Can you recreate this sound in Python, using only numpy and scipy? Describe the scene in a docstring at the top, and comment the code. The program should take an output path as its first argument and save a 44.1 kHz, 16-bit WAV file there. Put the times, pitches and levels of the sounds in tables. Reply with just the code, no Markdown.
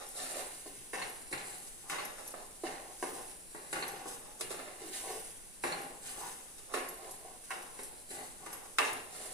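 """Stirring a frying pan

A wooden spatula turns a thick, crumbly mixture in a nonstick pan on a steel hob, in a hard-walled
kitchen. Each stroke lands with a knock that excites the pan's modes and may rock it into a clack;
friction then makes the blade scrape and groan while the food rustles. Bangles clink on the stirring
wrist and moisture sizzles faintly."""
import sys
import numpy as np
from scipy import signal
from scipy.fft import rfft, irfft, next_fast_len
from scipy.io import wavfile
from scipy.ndimage import uniform_filter1d

SR = 44100
rng = np.random.default_rng(int(sys.argv[2]) if len(sys.argv) > 2 else 0)


def transcribe(signal):
    """Save signal, clipped to [-1, 1], as a 16-bit WAV file at the path in sys.argv[1]."""
    frames = np.atleast_2d(signal).T
    limited = np.clip(frames, -1, 1)
    pcm = np.round(limited * 32767).astype(np.int16)
    wavfile.write(sys.argv[1], SR, pcm)


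N = 411453
TIME = np.arange(N) / SR

# landings of the blade: t/s, knock level/dB, thump level/dB, crunch level/dB, contact decay/s,
# hardness/(dB per octave), blade note f/Hz, drag level/dB
LANDINGS = [(0.659, -55, -57, -62, 0.0052, -4, 800, -66), (0.675, -72, -58, -56, 0.0028, -1, 800, -72),
            (0.932, -36.5, -45.5, -47.5, 0.013, -3, 1810, -46),
            (1.313, -60, -54, -53, 0.0075, -5, 796, -70), (1.326, -33, -47, -45.5, 0.009, 1.5, 2250, -52.5),
            (1.897, -35, -54, -42, 0.0028, 1.5, 2200, -47),
            (1.919, -36.5, -49, -56, 0.017, -0.5, 2090, -58), (1.982, -44, -50, -63, 0.013, -4, 900, -56),
            (2.182, -46, -62, -55, 0.0086, -3, 2000, -58), (2.339, -41.5, -66, -68, 0.0046, -8, 1400, -75),
            (2.635, -48, -41, -51, 0.012, -4, 1450, -49),
            (3.026, -38, -41.5, -45.5, 0.0036, -3.5, 1650, -67),
            (3.037, -49, -42.5, -53, 0.0035, -8, 1100, -68),
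            (3.545, -41, -53.5, -57, 0.015, -7.5, 1950, -58),
            (3.728, -33, -47.5, -43, 0.0047, 0.5, 1510, -49.5),
            (3.756, -33.5, -51, -52, 0.018, -1, 1390, -49.5),
            (4.055, -49, -45.5, -64, 0.015, -6, 1600, -55.5), (4.4, -62, -52, -68, 0.011, -9, 800, -75),
            (4.409, -37, -47.5, -42.5, 0.006, 6.5, 1050, -61),
            (4.505, -46, -45.5, -43.5, 0.012, 2, 800, -51.5),
            (4.591, -41.5, -51.5, -62, 0.015, 1.5, 1050, -55.5),
            (4.676, -47.5, -60, -64, 0.0071, -2.5, 2000, -65), (4.817, -51, -55, -62, 0.0083, 4, 1650, -71),
            (5.637, -29.5, -44, -42.5, 0.005, -2, 2430, -46),
            (5.647, -36, -45.5, -50, 0.0056, -6, 1110, -52), (6.582, -56, -63, -55, 0.0083, 9.5, 2000, -70),
            (6.738, -29.5, -40.5, -41.5, 0.01, 0, 1000, -48),
            (6.766, -35.5, -43.5, -56, 0.013, -1.5, 1040, -63),
            (7.505, -34, -56, -47, 0.012, -0.5, 1400, -51.5), (7.79, -46, -51, -58, 0.0096, 1.5, 900, -68),
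            (8.102, -47, -55, -48, 0.03, 7, 1880, -56.5), (8.184, -51, -59, -60, 0.015, 2, 1880, -60),
            (8.461, -42.5, -51.5, -54, 0.0097, -2.5, 850, -58),
            (8.527, -47.5, -54, -53, 0.014, 0, 1900, -66), (8.785, -20.5, -40, -41, 0.0018, 2, 2710, -43.5),
            (8.795, -26.5, -43.5, -56, 0.0069, -5, 900, -55)]
# bright hiss of rustle and sizzle, with the microphone's resonance near 9.5 kHz: f/Hz, level/dB
HISS_SPECTRUM = [(1000, -18.5), (3000, -15), (5600, -13), (7200, -9), (8600, -3), (10000, -1.5),
                 (11000, -6.5), (11900, -16.5), (13500, -16), (15300, -23)]


def landings():
    """Impact of wood on metal: the blade knocks, the pan's base thumps and the food between crunches."""
    thump_spectrum = [(60, -32), (150, -18.5), (250, -12), (350, 4.5), (480, -1.5), (700, -7), (1100, -11),
                      (2500, -36.5)]  # f/Hz, level/dB
    out = np.zeros(N)
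    for s, knock_db, thump_db, crunch_db, fade_s, hardness, blade_hz, _ in LANDINGS:
        rise_s = 0.1 * fade_s  # food cushions the blow, so a longer contact builds up more slowly
        knock = contact(knock_spectrum(hardness), fade_s, drag_db=-30.5, drag_s=0.062, rise_s=rise_s)
        thump = contact(thump_spectrum, fade_s, drag_db=-26.5, drag_s=0.11, rise_s=rise_s)
        crunch = contact(HISS_SPECTRUM, fade_s, drag_db=-6, drag_s=0.045, rise_s=rise_s)
        add(out, s, from_db(knock_db - 7.5) * (knock + resonance(knock, blade_hz, width_hz=186)))
        add(out, s, from_db(thump_db + 2) * thump)
        add(out, s, from_db(crunch_db + 2.5) * crunch)
    return out


def knock_spectrum(hardness, pivot_hz=1400):
    """Contact stiffness: a harder blow tilts the wood's spectrum towards the treble."""
    wood_spectrum = [(90, -56), (250, -23), (600, -3), (900, -1), (1400, 2), (2000, -0.5), (2700, -4.5),
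                     (3300, -10.5), (5000, -17.5), (8000, -28.5)]  # f/Hz, level/dB
    return [(hz, db + hardness * np.log2(hz / pivot_hz)) for hz, db in wood_spectrum]


def pan(force, spot_db=2.4, spots_per_s=6):
    """Modal response: the food-damped pan rings, and each point of contact favours different modes."""
    pan_modes = [(178, 18.6, 5), (261.3, 12, 6), (389, 62, -7), (470, 38, -3.5), (532, 14, -3.5),
                 (616.5, 15, 5), (744, 24, -5), (797, 83, 0.8), (872, 27, -8.5), (1030, 56, 2.5),
                 (1106, 30, 2), (1187, 13, 0), (1400, 7.3, -17), (1685, 220, -9.5), (1900, 75, -6),
                 (2074, 225, 0), (2686, 130, 0), (2834, 93, -2), (3430, 130, -12), (3780, 210, 0),
                 (4190, 180, -0.5), (4920, 130, -1)]  # f/Hz, bandwidth/Hz, level/dB relative to the force
    ringing = 0
    for hz, width_hz, db in pan_modes:
        coupling = from_db(spot_db * drift(spots_per_s))
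        ringing += from_db(db) * resonance(force * coupling, hz, width_hz)
    return force + ringing


def scraping():
    """Sliding friction: the blade rubs and scratches the coating while crumbs rustle ahead of it."""
    # sweeps along the pan's wall: start t/s, hold/s, rustle level/dB, scratch level/dB
    wall_sweeps = [(0.128, 0.24, -44.5, -49.5), (1.423, 0.092, -49, -57.5), (3.027, 0.21, -51.5, -61.5),
                   (4.773, 0.083, -51, -58), (4.904, 0.28, -47.5, -59), (6.008, 0.23, -48, -53.5),
                   (8.08, 0.017, -48, -58), (9.111, 0.22, -48.5, -53)]
    # short pushes across the base: middle t/s, duration/s, level/dB
    base_pushes = [(0.01, 0.13, -47), (0.2, 0.057, -50), (0.39, 0.15, -51), (1.168, 0.14, -65),
                   (1.873, 0.098, -56), (2.218, 0.1, -55), (2.402, 0.15, -53), (2.865, 0.17, -56),
                   (3.187, 0.1, -46), (3.93, 0.29, -49), (4.283, 0.11, -53.5), (4.832, 0.1, -65),
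                   (5.106, 0.2, -47.5), (5.87, 0.25, -54), (6.234, 0.21, -50), (6.725, 0.091, -49),
                   (7.057, 0.21, -53.5), (7.277, 0.22, -58.5), (7.734, 0.21, -57.5), (7.936, 0.083, -56),
                   (8.21, 0.075, -50.5), (8.44, 0.1, -55.5), (8.606, 0.23, -55.5)]
    # heaps of food sliding off the blade: middle t/s, level/dB
    food_tumbles = [(2.28, -50), (2.98, -55), (3.68, -55), (4.1, -45), (4.99, -59), (6.075, -48),
                    (7.11, -49.5), (7.46, -54), (7.82, -50.5), (8.125, -51)]
    # crumbs settling throughout: t/s, level/dB
    settling_levels = [(0.0, -50.5), (1.8, -53.5), (2.45, -57), (3.35, -54), (4.2, -57), (9.3, -56.5)]
    drag = together(*(from_db(db) * stroke(s, attack_s=0.017, hold_s=0.035, release_s=0.11)
                      for s, *_, db in LANDINGS))
    push = sum(from_db(db) * swell(s, length_s) for s, length_s, db in base_pushes)
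    tumble = sum(from_db(db) * swell(s, length_s=0.14) for s, db in food_tumbles)
    # the blade cuts into the food as it lands
    entry = sum(from_db(crunch_db - 4.5) * swell(s, length_s=0.043)
                for s, _, _, crunch_db, *_ in LANDINGS)
    settling = from_db(np.interp(TIME, *np.transpose(settling_levels)))
    swept_food, swept_wall = 0, 0
    for s, hold_s, rustle_db, scratch_db in wall_sweeps:
        pressure = stroke(s, attack_s=0.035, hold_s=hold_s, release_s=0.11)
        swept_food += from_db(rustle_db) * pressure
        swept_wall += from_db(scratch_db) * pressure
    idle_rub, idle_scratch = from_db(-78), from_db(-70.5)  # light contact between strokes
    rub_gain = together(drag, push, from_db(-5.5) * swept_wall, idle_rub)
    scratch_gain = together(from_db(1) * drag, from_db(-6) * push, swept_wall, idle_scratch)
    rustle_gain = together(from_db(-5.5) * drag, swept_food, tumble, entry, settling)

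    rub_spectrum = [(50, -33), (130, -10.5), (250, -15.5), (350, -1), (520, -2), (800, -0.5), (1200, -8),
                    (2500, -30)]  # f/Hz, level/dB
    scratch_spectrum = [(400, -7.5), (900, -10), (1400, 5.5), (2200, 0), (3200, -3.5), (5000, -7),
                        (6800, -2.5), (8500, -30), (14000, -24)]  # f/Hz, level/dB
    rub = friction(rub_spectrum, per_s=700, spread_db=2.5, judder_db=1.5, judder_rate=45)
    scratch = friction(scratch_spectrum, per_s=1300, spread_db=2.5, judder_db=2, judder_rate=64)
    blade = pan(from_db(-1.5) * rub_gain * rub + from_db(-3.5) * scratch_gain * scratch)
    rustle = friction(HISS_SPECTRUM, per_s=5000, spread_db=2.5, judder_db=1.74, judder_rate=60)
    return blade + from_db(1) * rustle_gain * rustle


def clacks():
    """Rocking impact: the pan falls back and chatters briefly on the burner's prongs."""
    rockings = [(1.017, -33.5), (1.984, -34), (3.824, -32.5), (5.722, -32)]  # t/s, level/dB
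    clack_spectrum = [(100, -16), (400, -5), (1000, 5), (2100, 3), (3200, -4), (3800, -6), (4400, 5),
                      (4900, -31), (7000, -8), (14000, -35)]  # f/Hz, level/dB
    out = np.zeros(N)
    for s, db in rockings:
        clack = contact(clack_spectrum, fade_s=0.012, drag_db=-34, drag_s=0.027)
        add(out, s, from_db(db - 7.5) * clack)
    return out


def skips(per_s=130, spread_db=2.5, loss_db=7.5):
    """Inelastic rebound: after landing, the blade skips in an uneven run of weakening knocks."""
    skip_runs = [(0.955, 0.06, -50.5, 3.5), (1.346, 0.068, -52, -4), (1.933, 0.035, -43, -3.5),
                 (2.047, 0.037, -51.5, -2), (2.665, 0.026, -49, 2), (3.045, 0.075, -52, -4),
                 (5.656, 0.06, -44.5, -2), (6.751, 0.067, -44, -1), (8.808, 0.056, -40.5, -3.5)]  # start t/s, duration/s, level/dB, hardness/(dB per octave)
    out = np.zeros(N)
    for s, length_s, db, hardness in skip_runs:
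        gaps, strengths = rng.uniform(0.4, 1.6, 24), rng.standard_normal(24)
        delays_s = (np.cumsum(gaps) - gaps[0]) / per_s
        for after_s, strength in zip(delays_s, strengths):
            if after_s < length_s:
                level = db - 6.5 + spread_db * strength - loss_db * after_s / length_s
                add(out, s + after_s, from_db(level) * click(knock_spectrum(hardness)))
    return out


def grating():
    """Granular friction: dry crumbs jam under the blade and grind over the coating."""
    crumb_jams = [(0.18, 0.065, -48), (0.33, 0.07, -54), (1.37, 0.025, -50), (1.9, 0.025, -51),
                  (4.92, 0.058, -49.5), (6.05, 0.027, -50), (8.824, 0.055, -47), (9.168, 0.04, -59)]  # start t/s, hold/s, level/dB
    grit_spectrum = [(600, -24), (1500, 3), (2300, 0.5), (3600, 1.5), (5500, -4), (7000, -1), (10000, -15),
                     (15000, -21)]  # f/Hz, level/dB
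    pressure = together(*(from_db(db) * stroke(s, attack_s=0.0064, hold_s=hold_s, release_s=0.035)
                          for s, hold_s, db in crumb_jams))
    return pressure * friction(grit_spectrum, per_s=1200, spread_db=3.2, judder_db=2.4, judder_rate=90)


def groans():
    """Stick-slip motion: the blade's uneven slips bunch around one rough pitch."""
    slip_spells = [(0.39, 0.062, 605, -48), (0.674, 0.03, 320, -51), (3.094, 0.052, 440, -48),
                   (3.162, 0.026, 424, -49), (4.077, 0.04, 405, -68), (4.876, 0.11, 367, -51.5),
                   (5.119, 0.12, 473, -49), (6.229, 0.073, 1014, -46), (7.53, 0.072, 1410, -48)]  # middle t/s, half-duration/s, f/Hz, level/dB
    out = np.zeros(N)
    for s, half_s, hz, db in slip_spells:
        size = int(2 * half_s * SR)
        spectrum = [(hz / 2, -32), (hz * 0.73, -11), (hz, 0), (hz * 1.11, -10), (hz * 2.1, -28)]
        slips = coloured(rng.standard_normal(SR // 2), spectrum)
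        add(out, s - half_s, from_db(db - 3) * rms_one(slips[-size:] * np.hanning(size)))
    return out


def snaps():
    """Brittle fracture: a hard crumb breaks under the blade's edge with a crisp tick."""
    fractures = [(3.7294, -43), (4.4106, -42), (8.786, -37)]  # t/s, level/dB
    snap_spectrum = [(1500, -16), (3500, -12), (6500, 1), (9000, 9), (11000, -7), (12500, -19),
                     (15000, -17)]  # f/Hz, level/dB
    out = np.zeros(N)
    for s, db in fractures:
        snap = contact(snap_spectrum, fade_s=0.0014, drag_db=-40, drag_s=0.01, impact_db=-1)
        add(out, s, from_db(db) * snap)
    return out


def bangles():
    """Collision of small rings: a dry tick and a high clink, each at a slightly different pitch."""
    touches = [(0.088, -43), (1.0969, -43), (1.5808, -44), (2.049, -36), (2.2758, -37.5), (3.88, -35),
               (5.8134, -42), (6.8864, -35), (7.1092, -40), (7.624, -44), (7.832, -39), (8.529, -37.5),
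               (8.9297, -35)]  # t/s, level/dB
    clink_spectrum = [(3000, -29), (6000, -3), (7500, -11), (9400, 1), (10700, 1), (11350, 13.5),
                      (11900, -7), (13500, -21), (15200, -17)]  # f/Hz, level/dB
    tick_spectrum = [(3500, -22), (6000, 4), (8000, -6), (11000, -2), (15000, 0)]  # f/Hz, level/dB
    out = np.zeros(N)
    for (s, db), detune in zip(touches, rng.normal(1, 0.008, len(touches))):
        detuned = [(hz * detune, level) for hz, level in clink_spectrum]
        clink = contact(detuned, fade_s=0.0052, drag_db=-38, drag_s=0.02, rise_s=0.0008, impact_db=-14)
        tick = contact(tick_spectrum, fade_s=0.002, drag_db=-40, drag_s=0.01,
                       rise_s=0.0008, impact_db=-19)
        add(out, s, from_db(db - 7.5) * clink + from_db(db - 16) * tick)
    return out


def bumps():
    """Plate vibration: the hob's sheet-steel body takes up a shove with a dull, low note."""
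    shoves = [(0.69, -56), (1.33, -55), (3.75, -59), (4.419, -49), (4.522, -62), (8.90, -51)]  # t/s, level/dB
    hob_spectrum = [(30, -25), (80, -8), (125, 2.5), (190, -4), (400, -37)]  # f/Hz, level/dB
    out = np.zeros(N)
    for s, db in shoves:
        bump = contact(hob_spectrum, fade_s=0.017, drag_db=-20, drag_s=0.05, rise_s=0.004)
        add(out, s, from_db(db) * bump)
    return out


def sizzle():
    """Vaporisation: moisture spits all across the pan, so each ear gets its own fine crackle."""
    ears = [friction(HISS_SPECTRUM, per_s=12000, spread_db=1.8, judder_db=1.1, judder_rate=32)
            for _ in range(2)]
    return from_db(-56.5) * np.array(ears)


def kitchen(x, direct_db, reflected_db, strokes_per_s, count=3):
    """Moving source: as the blade circles the pan, its sound fades between sets of reflections."""
    angle = np.pi * strokes_per_s * TIME
    shares = [np.sqrt(2 / count) * np.cos(angle + np.pi * k / count) for k in range(count)]
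    reflected = sum(reflections(x * share, near_s=0.0058, tail_db=-2.5) for share in shares)
    direct = np.array([np.interp(TIME - 0.00009, TIME, x), x])  # the pan is nearer the right ear
    return from_db(direct_db) * direct + from_db(reflected_db) * reflected


def reflections(x, near_s, tail_db, size=32768):
    """Reverberation: early reflections from hob and wall, then a tail with a decay time for each band."""
    decay_times = [(150, 0.82), (400, 0.74), (1000, 0.64), (2700, 0.57), (6000, 0.12), (12000, 0.69)]  # f/Hz, T60/s
    t, hz = np.arange(size) / SR, np.linspace(0, SR / 2, size // 2 + 1)
    centres, t60s = np.transpose(decay_times)
    field, tail = rfft(diffuse_noise(size)), 0
    for share, t60 in zip(np.eye(len(t60s)), t60s):
        band_gain = np.interp(np.log(hz + 1), np.log(centres), share)
        tail += irfft(field * band_gain) * from_db(-60 * t / t60)
    early = rms_one(diffuse_noise(size) * np.exp(-t / near_s))
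    late = from_db(tail_db) * rms_one(tail * (1 - np.exp(-t / 0.0061)))
    # the room spreads the sound in time and leaves its broad colour alone
    response = np.array([rms_one(evened(ear, width_hz=157)) for ear in early + late]) / np.sqrt(size)
    return signal.oaconvolve(x[None], response, axes=1)[:, :N]


def room_noise():
    """Ambient noise: a steady, diffuse background, strongest in the bass."""
    ambient_spectrum = [(20, -1.5), (45, -13.5), (90, -18), (200, -17.5), (450, -18.5), (800, -21.5),
                        (1300, -26.5), (4000, -33), (15000, -43)]  # f/Hz, level/dB
    return np.array([coloured(ear[:N], ambient_spectrum) for ear in diffuse_noise(next_fast_len(N))])


def diffuse_noise(size):
    """Diffuse field: noise from all sides, whose likeness at the two ears varies with frequency."""
    side_levels = [(30, -0.5), (110, -2), (200, -8.5), (380, -9), (700, -1.5), (1290, 3), (2380, -1.5),
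                   (4400, -1.5), (15000, 2.5)]  # f/Hz, level/dB of side relative to mid
    mid, side = rng.standard_normal((2, size))
    width = from_db(at_hz(side_levels, np.arange(size // 2 + 1) * SR / size))
    ears = rfft(mid) + rfft(side) * width * [[1], [-1]]
    return irfft(ears / np.sqrt(1 + width ** 2), size)


def contact(spectrum, fade_s, drag_db, drag_s, rise_s=0.00022, impact_db=-8,
            rattle_db=2, rattle_rate=300, size=8192):
    """Rough contact: an impact, tiny collisions and a weaker drag, with the energy of 20 ms at rms 1."""
    t = np.arange(size) / SR
    fade = np.exp(-t / fade_s)
    envelope = (fade + from_db(drag_db) * np.exp(-t / drag_s)) * (1 - np.exp(-t / rise_s))
    # after the first impact the parts rebound unevenly
    rebounds = np.interp(t * rattle_rate, np.arange(size), rng.standard_normal(size))
    force = envelope * from_db(rattle_db * rebounds * (1.5 - fade)) * rng.standard_normal(size)
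    force[int(rise_s * SR)] += from_db(impact_db) * np.linalg.norm(force)
    burst = coloured(evened(force, width_hz=240), spectrum)
    return burst / np.linalg.norm(burst) * np.sqrt(SR / 50)


def click(spectrum, size=2048):
    """Impulse response: one clean touch, with the energy of 20 ms at rms 1."""
    return coloured(signal.unit_impulse(size), spectrum) * np.sqrt(SR / 50)


def friction(spectrum, per_s, spread_db, judder_db, judder_rate):
    """Shot noise: random micro-slips of uneven size, modulated by a judder; rms 1."""
    count = int(per_s * N / SR)
    when, rarity, sign = rng.random((count, 3)).T
    sizes = from_db(spread_db * np.minimum(-np.log(1 - rarity), 4)) * np.sign(sign - 0.5)
    slips = np.bincount((when * N).astype(int), sizes, N)
    return rms_one(coloured(slips * from_db(judder_db * drift(judder_rate)), spectrum))


def stroke(start_s, attack_s, hold_s, release_s):
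    """Envelope of the hand's pressure: a linear rise to 1, a hold and an exponential decay."""
    t = TIME - start_s
    return np.clip(t / attack_s, 0, 1) * np.exp(-np.clip((t - attack_s - hold_s) / release_s, 0, 20))


def swell(middle_s, length_s):
    """Half-cosine envelope with a peak of 1."""
    return np.cos(np.pi * np.clip((TIME - middle_s) / length_s, -0.5, 0.5))


def drift(rate):
    """Random modulation of spread near 1 that turns about rate times a second."""
    knots = rng.standard_normal(N // 20)
    return np.clip(rms_one(np.interp(TIME * rate, np.arange(len(knots)), knots)), -2, 2)


def resonance(x, hz, width_hz):
    """Damped oscillator: one mode, with gain 1 at its peak."""
    return signal.lfilter(*signal.iirpeak(hz, hz / width_hz, fs=SR), x)


def coloured(x, spectrum, size=4096):
    """Minimum-phase filtering to the given spectrum; white noise keeps its power."""
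    cepstrum = irfft(np.log(from_db(at_hz(spectrum, np.linspace(0, SR / 2, size // 2 + 1)))))
    response = irfft(np.exp(rfft(2 * cepstrum[:size // 2], size)))
    return signal.oaconvolve(x, response / np.linalg.norm(response))[:len(x)]


def evened(x, width_hz):
    """Spectral whitening: a burst loses its broad humps and keeps its fine ripple."""
    power = np.abs(rfft(x)) ** 2
    smooth = uniform_filter1d(power, max(int(width_hz * len(x) / SR), 1)) + 1e-12
    return coloured(x, np.column_stack([np.linspace(1, SR / 2, len(power)), -10 * np.log10(smooth)]))


def together(*gains):
    """Incoherent sum: unrelated sounds add in power."""
    return np.sqrt(sum(gain ** 2 for gain in gains))


def add(track, s, sound):
    """Superposition of a sound on a track at time s."""
    start = max(round(s * SR), 0)
    track[start:start + len(sound)] += sound[:N - start]


def at_hz(points, hz):
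    """Interpolation along a log-frequency axis."""
    table = np.array(points)
    return np.interp(np.log(hz + 1e-9), np.log(table[:, 0]), table[:, 1])


def from_db(db):
    """Level to amplitude ratio."""
    return 10 ** (np.asarray(db) / 20)


def rms_one(x):
    """Normalisation to an rms of 1."""
    return x / np.sqrt(np.mean(x ** 2) + 1e-20)


def scene():
    """Superposition: the stirring sounds into the kitchen, over the sizzle and a low room noise."""
    clinks = bangles()
    struck_pan = pan(landings() + skips() + clacks())
    hob = struck_pan + snaps() + scraping() + grating() + groans() + bumps() + from_db(-2.5) * clinks
    background = from_db(-58.5) * room_noise()
    stirring = kitchen(hob, direct_db=-8, reflected_db=-0.26, strokes_per_s=0.9027)
    close_clinks = from_db(-8.5) * clinks  # the wrist is near, so it adds more direct sound
    return stirring + close_clinks + sizzle() + background


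def record(dry):
    """Band limiting: a steep low-pass filter cuts the highest treble."""
    cutoff_hz = 15500
    return signal.sosfilt(signal.ellip(10, 0.2, 70, cutoff_hz, fs=SR, output="sos"), dry)


dry = scene()
out = record(dry)
transcribe(out)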